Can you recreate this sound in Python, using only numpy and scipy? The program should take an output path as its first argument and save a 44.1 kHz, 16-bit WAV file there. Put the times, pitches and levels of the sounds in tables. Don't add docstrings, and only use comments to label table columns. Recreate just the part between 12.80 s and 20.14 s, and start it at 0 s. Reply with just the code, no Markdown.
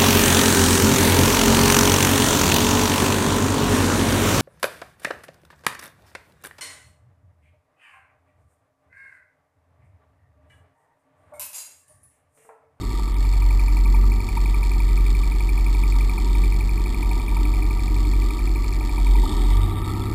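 import sys
import numpy as np
from scipy import signal
from scipy.fft import rfft, irfft, next_fast_len
from scipy.io import wavfile
from scipy.ndimage import uniform_filter1d

SR = 44100
rng = np.random.default_rng(int(sys.argv[2]) if len(sys.argv) > 2 else 0)


def pcm_store(signal):
    levels = np.round(np.clip(np.atleast_2d(signal), -1, 1) * 32767)
    wavfile.write(sys.argv[1], SR, levels.astype(np.int16).T)


def volts_from_decibels(level):
    exponent = np.asarray(level, float) / 20
    return 10 ** exponent


N = 323694
TIME = np.arange(N) / SR
LOCK_S = 6.75


def level(x, db):
    return x * volts_from_decibels(db) / np.sqrt(np.mean(x ** 2))


def curves(table):
    s, *columns = np.transpose(table)
    return [np.interp(TIME, s, c) for c in columns]


def bumps(table):
    return sum(db * np.exp(-((TIME - s) / half_s) ** 2) for s, half_s, db in table)


def walk(rate):
    k = int(SR / rate)
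    steps = np.repeat(rng.standard_normal(N // k + 1), k)
    return uniform_filter1d(uniform_filter1d(steps, k), k)[:N]


def ring(x, modes):
    size = next_fast_len(N + SR // 4)
    hz = np.fft.rfftfreq(size, 1 / SR) + 1e-6
    shape = 0
    for k, (mode_hz, width_hz, db) in enumerate(modes):
        detuning = (hz - mode_hz * mode_hz / hz) / width_hz
        shape = shape + (-1) ** k * volts_from_decibels(db) / (1 + 1j * detuning) ** 2
    return irfft(rfft(x, size) * shape, size)[:N]


def ping(x, hz, glide, half_s):
    t = np.arange(-400, 401) / SR
    burst = np.exp(-(t / half_s) ** 2) * np.sin(2 * np.pi * hz * t * (1 - glide * t))
    return signal.fftconvolve(x, burst, mode="same")


def smear(x, decay_s):
    return signal.lfilter([1], [1, -np.exp(-1 / (decay_s * SR))], x)


def blows(cycle, column, scatter_db, jitter_s):
    # cycle_share, frame_db, casing_db, tappet_cover_db, rattle_db
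    taps = np.array([
        (0, -2, 0, 0, -7),
        (.09, -6, -15, -15, -7),
        (.2, 0, -16, -16, -4),
        (.345, -6, -14, -9, -6),
        (.45, -2, -6, -22, -2),
        (.55, -3, -14, -22, -9),
        (.65, -4, -10, -16, -16),
        (.73, -3, -18, -28, 0),
        (.865, 0, -14, -28, -5),
    ])
    when = np.arange(np.floor(cycle[0]), cycle[-1])[:, None] + taps[:, 0]
    chance = rng.standard_normal((2, *when.shape))
    at = np.interp(when, cycle, TIME) + jitter_s * chance[0]
    heard = (when > cycle[0]) * (when < cycle[-1])
    strength = volts_from_decibels(taps[:, column] + scatter_db * chance[1]) * heard
    out = np.zeros(N)
    np.add.at(out, np.clip(at * SR, 0, N - 1).astype(int), strength)
    return out


def extras(table, hz, half_s, trim_db):
    s, peak_db = np.transpose(table)
    out = np.zeros(N)
    out[((s + half_s) * SR).astype(int)] = volts_from_decibels(peak_db + trim_db)
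    return ping(out, hz, 0, half_s)


def part(name, pulling):
    # idle_db, drift_db_per_s, pull_db, bite_db, wander_db
    rules = dict(frame=(-39, 0.68, 0, 3.5, 0.8), block=(-45, 0.38, 2, 3, 2),
             fins=(-46.5, -0.04, 7, 0, -1.1), tappet=(-39.5, -0.76, -2, -0.5, -1.1),
             low=(-53, -0.05, 2, 4.5, 3), high=(-49.5, -0.07, 0, 2.5, -0.5))
    idle_db, drift, pull_db, bite_db, wander_db = rules[name]
    bite = bumps([(6.49, .12, bite_db)])
    return volts_from_decibels(idle_db + drift * TIME + pull_db * pulling + bite + wander_db * walk(4.054))


def joints(x):
    # pitch_hz, width_hz, start_s, end_s, level_db
    loose_joints = [
        (174.3, 47, 1.3, 5.17, 5.5),
        (307, 43, 4.4, 6.4, 5.5),
        (270, 60, 6.9, 8.5, -12),
        (1310, 170, 6.9, 7.6, 6.5),
    ]
    out = x
    for hz, width_hz, start_s, end_s, db in loose_joints:
        loose = np.clip(np.minimum(TIME - start_s, end_s - TIME) / 0.17, 0, 1)
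        out = out + (volts_from_decibels(db) - 1) * loose * ring(x, [(hz, width_hz, 0)])
    return out


def mount(hz, cycle, pulling):
    # order_of_cycle, idle_db, pull_db
    order_levels = [(2, -45, -32), (3, -29, -40), (4, -44, -32), (5, -38, -44), (6, -43, -44),
                    (7, -46, -44), (9, -47, -50), (10, -47, -48), (11, -49, -51), (15, -54, -56),
                    (19, -49, -50), (22, -50, -52)]
    leads = (-1.62, 2.0, 4.1, 5.6, 2.94)
    idle_lead, overtone_lead, low_lead, high_lead, pull_lead = leads
    # centre_s, level_db
    firings = [(.045, -5), (.252, -2.5), (.62, 2.6), (1.445, -5.5), (1.861, -1), (2.576, -1), (3.14, 2),
               (3.29, -5), (3.581, 2.5), (4.11, -3), (4.389, -5.1), (4.62, 0.3), (4.957, -4), (5.35, 2),
               (5.487, -6.1), (5.82, -1), (6.066, -4.6), (6.29, 1.7)]
    # centre_s, half_length_s, level_db
    bracket = [(.25, 0.095, -22), (.68, 0.08, 3), (.97, .05, -11), (3.55, .15, -4), (4.2, 0.26, -5.5),
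               (4.55, 0.055, -5), (5.3, 0.2, 6), (5.57, .06, -22), (6.27, 0.16, -18), (6.62, 0.051, -15),
               (6.84, 0.057, 5), (6.96, 0.045, 1)]

    def order(k, lead):
        return np.sqrt(2) * np.cos(2 * np.pi * k * (cycle - .5) + lead)

    taken = np.clip((TIME - 6.41) / .035, 0, 1)
    locked = np.clip((TIME - LOCK_S) / .1, 0, 1)
    idle_drive = (1 - taken) * volts_from_decibels(-10) * order(4, idle_lead)
    pull_drive = taken * volts_from_decibels(-12 - 7.5 * locked) * order(3, pull_lead)
    firing_db = bumps([(s, .059, db) for s, db in firings])
    drive = (idle_drive + pull_drive) * volts_from_decibels(firing_db)
    mount_hz, mount_width_hz = 44.19, 2.61
    pole = np.exp((2j * np.pi * mount_hz - np.pi * mount_width_hz) / SR)
    boom = 2 * signal.lfilter([1 - abs(pole)], [1, -pole], drive).real

    overtone_db = -35 + 9 * pulling + bumps(bracket) + 3.5 * (1 - pulling) * walk(5)
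    overtone = (1 - pulling) * order(8, overtone_lead) + pulling * order(6, overtone_lead)
    load = np.clip((hz - 12.5) / 4.5, 0, 1)
    rest = 0
    for k, idle_db, pull_db in order_levels:
        order_db = idle_db + load * (pull_db - idle_db) + (1 + k / 6) * walk(3)
        rest = rest + volts_from_decibels(order_db) * order(k, high_lead if k > 3 else low_lead)
    shaking = ring(rng.standard_normal(N), [(27.7, 18, -14), (52, 64, -5.5), (91, 164, -0.5)])
    jolt = volts_from_decibels(-27) * np.exp(-((TIME - 6.5) / .08) ** 2) * np.sin(2 * np.pi * 68 * TIME)
    return boom + volts_from_decibels(overtone_db) * overtone + rest + level(shaking, -39.5) + jolt


def frame(cycle, pulling):
    # pitch_hz, width_hz, level_db
    tube_modes = [(124.5, 25, -3.5), (173, 33, -27), (206.7, 41, -0.5), (260, 42, 1), (301.7, 36, 3.5),
                  (345.5, 45, -1), (398, 76, -3.5)]
    # centre_s, half_length_s, level_db
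    snug = [
        (.6, 0.23, -3),
    ]
    thuds = blows(cycle, column=1, scatter_db=2.2, jitter_s=.0003)
    tubes = level(ring(level(thuds, 0) + .55 * rng.standard_normal(N), tube_modes), 0)
    return part("frame", pulling) * joints(tubes) * volts_from_decibels(bumps(snug))


def casing(cycle, pulling):
    # pitch_hz, width_hz, level_db
    block_modes = [(609, 65, -14.5), (751.5, 84, -7), (879, 95, -10), (945, 38, 0)]
    fin_modes = [(1168.6, 91, 4), (1301, 116, -5)]
    hits = blows(cycle, column=2, scatter_db=3.5, jitter_s=.0007) * volts_from_decibels(-8 * pulling)
    hum = (.5 + smear(hits, 0.0029)) * rng.standard_normal((2, N))
    knock = level(ping(hits, hz=935, glide=0, half_s=.0045), -1)
    block = level(knock + level(ring(hum[0], block_modes), 0), 0)
    fins = level(ring(level(hits, -14.0) + level(hum[1], 0), fin_modes), 0)
    return part("block", pulling) * block + part("fins", pulling) * joints(fins)


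def tappet(cycle, pulling):
    # pitch_hz, width_hz, level_db
    cover_modes = [(2230, 130, -25), (2344, 66, 16), (2270, 70, -5)]
    # centre_s, half_length_s, level_db
    slack = [
        (.12, .35, -7),
        (1.24, .02, -8),
        (1.404, .02, -2),
        (2.09, .02, -8),
        (3.47, .02, -8),
        (4.402, .02, -4),
        (5.25, .25, -4),
        (6.44, .03, -16),
    ]
    seats = blows(cycle, column=3, scatter_db=.9, jitter_s=.0004) * volts_from_decibels(bumps(slack))
    seat_ping = level(ping(seats, hz=2350, glide=8, half_s=.0022), 0)
    pings = level(seat_ping + level(ring(seats, cover_modes), -9), 0)
    return part("tappet", pulling) * volts_from_decibels(-9.5 * pulling - 8.6 * np.exp(-TIME / 1.47)) * pings


def chatter(cycle):
    tight = np.clip((TIME - LOCK_S + 0.2) / 0.47, 0, 1)
    hits = blows(cycle, column=4, scatter_db=2.4, jitter_s=.0008)
    swing = (1 - tight) * smear(hits, .004) + tight * smear(hits, .0018)
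    shake = .04 + np.tanh(2.3 * swing)
    size_db = np.minimum(4.0 * rng.exponential(size=N), 5)
    clicks = (rng.random(N) < 1500 / SR) * volts_from_decibels(size_db) * rng.choice([-1, 1], N)
    hiss = level(shake * rng.standard_normal(N), -1)
    return level(level(hits, -3) + level(shake * clicks, -3) + hiss, 0)


def rattle(loose, pulling):
    # pitch_hz, width_hz, level_db
    low_modes = [(3050, 106, 2.4), (3390, 290, 3.5), (3714, 187, 8.2)]
    high_modes = [(4355, 396, 2.5), (4930, 560, -6.5), (5560, 750, -8)]
    # centre_s, half_length_s, level_db
    lulls = [
        (.332, .006, -21),
        (.354, 0.0076, -21),
        (.592, 0.0041, -9),
        (.617, 0.0049, -13),
        (6.93, 0.14, -4),
        (6.97, .03, -6),
        (7.03, 0.015, -6),
        (7.28, 0.026, -3),
    ]
    low = part("low", pulling) * volts_from_decibels(2.0) * level(ring(loose, low_modes), 0)
    high = part("high", pulling) * volts_from_decibels(3.0 + bumps(lulls)) * level(ring(loose, high_modes), 0)
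    return low + high


def fan_air(loose, pulling):
    # pitch_hz, width_hz, level_db
    shroud_modes = [(1774, 465, -9.5), (1844, 89, 1), (1996, 95, 1.5), (2241, 204, 1), (2723, 450, -8.5)]
    rush = ring(loose + 0.5 * rng.standard_normal(N), shroud_modes)
    return volts_from_decibels(2.0 * pulling) * level(rush, -48.5)


def block_knocks():
    # start_s, peak_db
    knocks = [(1.055, -28), (1.141, -23.5), (1.57, -22), (1.999, -30), (3.973, -30), (4.48, -27),
              (6.351, -23.5), (6.434, -26.5), (6.535, -28), (6.574, -27), (6.707, -26), (7.069, -28)]
    return extras(knocks, hz=927, half_s=0.00499, trim_db=-3)


def load_blips():
    # start_s, peak_db, pitch_hz
    blips = [(6.165, -34, 2300), (6.2, -33, 720), (6.385, -31, 1980), (6.46, -24, 1200),
             (6.5142, -32, 3520), (6.5676, -43, 3300), (6.6469, -34, 3750), (6.6883, -47, 3520),
             (6.7761, -39, 3470), (6.811, -40, 3050), (6.8394, -34, 3700), (6.921, -38, 3900),
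             (6.9617, -49, 3700), (6.981, -36, 3700), (7.0415, -32.5, 3700), (7.1, -35, 3450),
             (7.2176, -33, 3440), (7.256, -39, 3830)]
    return sum(extras([(s, db)], hz=hz, half_s=.003, trim_db=-2) for s, db, hz in blips)


def scene():
    # start_s, four_stroke_cycles_hz
    speed = [(0.0, 12.615), (0.32, 11.671), (0.913, 11.48), (1.104, 11.211), (1.339, 11.861),
             (2.165, 11.463), (2.423, 11.743), (2.893, 11.569), (3.733, 11.709), (4.065, 11.975),
             (4.419, 11.754), (5.41, 11.712), (5.943, 12.053), (6.306, 11.179), (6.461, 13.112),
             (6.716, 15.367), (7.0, 16.553), (7.34, 17.235)]
    hz, = curves(speed)
    cycle = np.cumsum(hz) / SR
    cycle -= cycle[int(.5365 * SR)]
    pulling = np.clip((TIME - 6.46) / 0.035, 0, 1)
    boom = joints(mount(hz, cycle, pulling))
    engine = frame(cycle, pulling) + casing(cycle, pulling) + block_knocks()
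    engine = engine * volts_from_decibels(3.7 * np.exp(-TIME / 0.17))
    valves = tappet(cycle, pulling)
    loose = chatter(cycle)
    mix = boom + engine + valves + rattle(loose, pulling) + fan_air(loose, pulling) + load_blips()
    return mix[None]


def thin(x, under_db):
    hz, _, frames = signal.stft(x, SR, nperseg=1024)
    power = uniform_filter1d(np.abs(frames) ** 2, size=5, axis=1)
    usual = np.median(power[:, (hz > 7000) & (hz < 9000)])
    keep = (power > usual * volts_from_decibels(2 * under_db)) | (hz < 5000)[:, None]
    return signal.istft(frames * keep, SR, nperseg=1024)[1][:, :N]


def roll_off(x):
    return signal.sosfilt(signal.butter(12, 15360, fs=SR, output="sos"), x)


def record(dry):
    sample_hz, hold = 12000, 4
    cut = signal.sosfilt(signal.ellip(8, .1, 60, 5780, fs=SR, output="sos"), dry)
    coarse = signal.resample_poly(cut, sample_hz // 300, SR // 300, axis=1, window=("kaiser", 2.0))
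    held = np.repeat(coarse, hold, axis=1)
    fine = signal.resample_poly(held, SR // 300, sample_hz * hold // 300, axis=1)[:, :N]
    fine = signal.sosfilt(signal.ellip(8, .2, 45, 14620, fs=SR, output="sos"), fine)
    return roll_off(thin(fine, under_db=-12.0))


dry = scene()
out = record(dry)
pcm_store(out)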